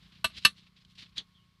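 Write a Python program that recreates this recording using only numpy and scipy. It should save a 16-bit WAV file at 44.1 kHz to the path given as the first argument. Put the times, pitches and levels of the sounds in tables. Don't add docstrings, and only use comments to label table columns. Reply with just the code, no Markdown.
import sys
import numpy as np
from scipy import signal
from scipy.fft import rfft, irfft
from scipy.io import wavfile

SR = 44100
rng = np.random.default_rng(int(sys.argv[2]) if len(sys.argv) > 2 else 0)


def unload_wav(signal):
    wavfile.write(
        sys.argv[1],
        SR,
        np.round(np.clip(np.atleast_2d(signal).T, -1, 1) * 32767).astype(np.int16),
    )


N = 70560
T = np.arange(N) / SR

# frequency in Hz, relative density in dB.
AIR_SPECTRUM = [(15, -11.5), (40, 5.5), (100, 5.5), (190, -6.5), (300, -13.5), (500, -20.5), (800, -22.5),
                (1100, -12), (1600, -17), (2200, -14), (2600, -17), (3200, -13), (4400, -14), (6700, -27.5),
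                (10000, -31.5), (14000, -33.5), (15500, -52)]
# time in seconds, relative level in dB.
AIR_ENVELOPE = [(0, 6), (.5, 4), (.75, 1), (1.25, 2.5), (1.6, 0.5)]
# frequency in Hz, t60 in seconds, relative level in dB.
EXHAUST_MODES = [(58, 0.09, -13.5), (112, 0.012, -9.5), (142, 0.18, -3), (167.59, 0.12, 0.5),
                 (374, 0.058, -20)]
# time in seconds, relative level in dB.
ENGINE_ENVELOPE = [(0, 1), (.6, 0), (.85, -3.5), (1.03, -1), (1.3, -5), (1.6, -9)]
# time in seconds, level in dB.
WHINE_ENVELOPE = [(0, -82.5), (.55, -82.5), (.7, -86), (1.1, -80), (1.4, -78.5), (1.6, -84.5)]

# peak time, rise and fall in seconds, level in dB, tilt in dB per octave.
SCRAPE_STROKES = [(0.033, 0.024, 0.063, -61, -3.5), (0.126, 0.0062, .015, -57.5, -4),
                  (0.158, 0.0082, 0.053, -61.5, -3.5), (.305, 0.0091, 0.031, -58, -3),
                  (0.349, 0.0093, 0.01722, -59, -2), (0.382, 0.019, 0.014, -42.5, 0.5),
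                  (0.435, 0.018, 0.024, -51, 1), (0.584, 0.021, 0.023, -57.5, 1),
                  (0.636, 0.018, 0.021, -64, -2), (0.67, 0.00431, 0.013, -59.5, -3.5),
                  (.768, 0.0066, 0.034, -62, -1), (0.821, .012, 0.0089, -65, -0.5),
                  (0.85, 0.0013, 0.0053, -58, 0.5), (0.916, 0.027, 0.015, -64, 4),
                  (0.955, 0.0022, 0.013, -59.5, 2), (0.984, 0.0067, 0.043, -48, 0),
                  (1.029, 0.0064, 0.0082, -51, -1.5), (1.062, 0.011, 0.013, -62, -4.5),
                  (1.096, 0.007356, 0.0078, -67, 3), (1.128, 0.01, 0.0213, -69.5, -6),
                  (1.173, 0.0081, 0.017, -41.5, -1), (1.202, 0.012, 0.02, -56.5, -9.5)]
# start in seconds, click level in dB, thud level in dB.
KNOCK_BLOWS = [(1.1795, -27, -51)]
# start in seconds, level in dB, place of contact (0 the flat, 1 the edge),
# clatter and thud in dB relative to that level.
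TAP_BLOWS = [(0.2429, -3.5, 0.088, -23.5, -39), (0.4488, -1.5, 0.84, -17, -41.5)]
# start in seconds, level in dB.
BLADE_TOUCHES = [(0.297, -39)]

# frequency in Hz, relative density in dB.
GRIT_SPECTRUM = [(300, -24.5), (600, -24.5), (1100, -16), (1900, -7.5), (3000, 1), (4100, 2.5), (5000, -5),
                 (6300, -16), (9500, -26.5), (13500, -37), (15000, -56.5)]
THUD_SPECTRUM = [(25, -15), (60, -0.5), (110, -4.5), (200, 0.5), (300, -11.5), (600, -25.5), (2000, -65.5)]
KNOCK_SPECTRUM = [(300, -23.5), (700, -26), (1800, -19.5), (2700, -16), (3300, 4.5), (3750, 1.5),
                  (4500, -3.5), (5300, -18), (6300, -14.5), (7500, -29), (10000, -33.5), (13000, -53),
                  (15000, -63)]
TICK_SPECTRUM = [(500, -8), (3000, -0.5), (11500, 2.5), (13000, -17.5), (16000, -25.5)]
CLATTER_SPECTRUM = [(200, -11.5), (450, -13.5), (800, -19.5), (1100, -6.5), (1950, -6.5), (3000, -4),
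                    (4300, 5), (4900, -15), (5600, -10.5), (6900, -18.5), (9000, -13.5), (11300, -11.5),
                    (12100, -32.5), (13600, -32.5), (14300, -50), (16000, -62)]

# frequency in Hz, t60 in seconds,
# relative level in dB under a flat blow, the same under an edge blow.
WALL_MODES = [(62, .1, -44.5, -50), (106, 0.031, -44, -55), (165, 0.069, -40, -47.5),
              (199.07, 0.14, -46, -37.5), (384, 0.045, -42.5, -46.5)]
BLADE_MODES = [(652, .047, -26, -46), (980, .03, -30, -30), (1178, .073, -26, -20), (1515, .044, -22, -36),
               (1556, .049, -42, -18), (1649, .05, -44, -23.5), (1725, .055, -32, -36),
               (1780, .064, -42, -16.5), (2272, .055, -35, -27), (2673, .059, -20, -8.8),
               (2922, .058, -24, -13.5), (3252, .058, -31, -25), (3522, .07, -39, -27),
               (3937, .052, -28, -20), (4200, .05, -40, -20.5), (4365, .054, -30, -16),
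               (4520, .025, -42, -18), (5128, .053, -43, -18.5), (5620, .065, -50, -32),
               (6245, .07, -52, -32), (7866, .064, -35, -28), (8332, .068, -44, -31),
               (10690, .07, -48, -35), (11435, .05, -35, -26)]

HOLD_S = .004


def undb(db):
    return 10 ** (np.asarray(db) / 20)


def unit(x):
    return x / np.sqrt(np.mean(x ** 2))


def curve(points):
    return undb(np.interp(T, *np.array(points).T))


def colour(x, spectrum):
    hz, db = np.array(spectrum).T
    bins_hz = np.maximum(np.fft.rfftfreq(N, 1 / SR), 1)
    gain = undb(np.interp(np.log(bins_hz), np.log(hz), db))
    return unit(irfft(rfft(x) * gain, N))


def noise(spectrum):
    return colour(rng.standard_normal(N), spectrum)


def wander(rate_hz):
    knots = np.arange(0, T[-1] + 1, 1 / rate_hz)
    return np.interp(T, knots, rng.standard_normal(len(knots)))


def strike(start, attack, t60, hold=0):
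    age = np.maximum(T - start, 0)
    decay = np.exp(-np.log(1000) * np.maximum(age - attack - hold, 0) / t60)
    return np.minimum(age / attack, 1) * decay


def smear(x, t60):
    tail = rng.standard_normal(N) * strike(0, 1 / SR, t60)
    return irfft(rfft(x) * np.exp(1j * np.angle(rfft(tail))), N)


def ring(modes, start, place, attack):
    out = 0
    for hz, t60, flat_db, edge_db in modes:
        detuned_hz = hz * (1 + .0005 * rng.standard_normal())
        phase = 2 * np.pi * (detuned_hz * (T - start) + rng.random())
        gain = undb(flat_db + place * (edge_db - flat_db))
        out += gain * strike(start, attack, t60, HOLD_S) * np.sin(phase)
    return out


def air():
    flicker = undb(0.28 * wander(30))
    return undb(-70) * curve(AIR_ENVELOPE) * flicker * noise(AIR_SPECTRUM)


def whine(hz=1091.6, octave_db=-8.5):
    phase = 2 * np.pi * np.cumsum(hz * (1 + 0.01 * wander(87))) / SR
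    tone = unit(np.sin(phase) + undb(octave_db) * np.sin(2 * phase))
    return curve(WHINE_ENVELOPE) * undb(2 * wander(25)) * tone


def engine(firing_hz=30.1, jitter_s=.0003, spread_db=1.5, firings=60):
    timing, strength = rng.standard_normal((firings, 2)).T
    times = 0.023 + np.arange(firings) / firing_hz + jitter_s * timing
    pulses = np.bincount((times * SR).astype(int), undb(spread_db * strength), N)[:N]
    pipe = sum(undb(db) * strike(0, attack=.006, t60=t60) * np.sin(2 * np.pi * hz * T)
               for hz, t60, db in EXHAUST_MODES)
    putter = unit(signal.fftconvolve(pulses, pipe)[:N])
    return undb(-63.5) * curve(ENGINE_ENVELOPE) * putter


def bird(start=1.333, from_hz=3750, to_hz=2780, glide_s=.045):
    hz = to_hz + (from_hz - to_hz) * np.exp(-np.maximum(T - start, 0) / glide_s)
    phase = 2 * np.pi * np.cumsum(hz * (1 + .055 * wander(600))) / SR
    note = strike(start, attack=0.023, t60=.3) * np.sin(phase)
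    return undb(-61.5) * smear(note, t60=.09)


def scrapes(grains_per_s=4000, spread_db=2, pivot_hz=3500):
    signs = rng.choice([-1, 1], N)
    sizes = undb(spread_db * np.minimum(rng.exponential(size=N), 4))
    cracks = rng.random(N) < grains_per_s / SR
    grit = smear(cracks * signs * sizes, t60=0.0097)
    rumble = undb(-14) * noise(THUD_SPECTRUM)
    out = 0
    for peak, rise, fall, db, tilt in SCRAPE_STROKES:
        tilted = [(hz, level + tilt * np.log2(hz / pivot_hz)) for hz, level in GRIT_SPECTRUM]
        width = np.where(T < peak, rise, fall)
        pressure = np.exp(-np.abs((T - peak) / width) ** 1.5)
        out += undb(db) * pressure * (colour(grit, tilted) + rumble)
    return out


def thud(start):
    return noise(THUD_SPECTRUM) * strike(start, attack=0.0045, t60=0.12)


def knock():
    out = 0
    for start, db, thud_db in KNOCK_BLOWS:
        click = strike(start, attack=0.0019, t60=0.012)
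        tail = undb(-4.5) * strike(start, attack=0.0019, t60=0.087)
        out += undb(db) * noise(KNOCK_SPECTRUM) * (click + tail) + undb(thud_db) * thud(start)
    return out


def trowel_taps(blade_attack_s=.0025):
    out = 0
    for start, db, place, clatter_db, thud_db in TAP_BLOWS:
        tick = undb(-27) * noise(TICK_SPECTRUM) * strike(start, attack=.0015, t60=.008)
        direct = strike(start, attack=0.0019, t60=0.078, hold=HOLD_S)
        yard_tail = undb(-42) * strike(start, attack=0.056, t60=0.16)
        clatter = undb(clatter_db) * noise(CLATTER_SPECTRUM) * (direct + yard_tail)
        wall = ring(WALL_MODES, start, place, attack=.007) + undb(thud_db) * thud(start)
        blade = ring(BLADE_MODES, start, place, blade_attack_s)
        out += undb(db) * (tick + blade + clatter + wall)
    for start, db in BLADE_TOUCHES:
        out += undb(db) * ring(BLADE_MODES, start, place=0, attack=blade_attack_s)
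    return out


def scene():
    bricklaying = trowel_taps() + scrapes() + knock()
    background = engine() + whine() + bird() + air()
    return (bricklaying + background)[None]


def record(dry):
    highpass = signal.butter(2, 33, "high", fs=SR, output="sos")
    lowpass = signal.ellip(8, .2, 70, 16000, fs=SR, output="sos")
    return signal.sosfilt(lowpass, signal.sosfilt(highpass, dry))


dry = scene()
out = record(dry)
unload_wav(out)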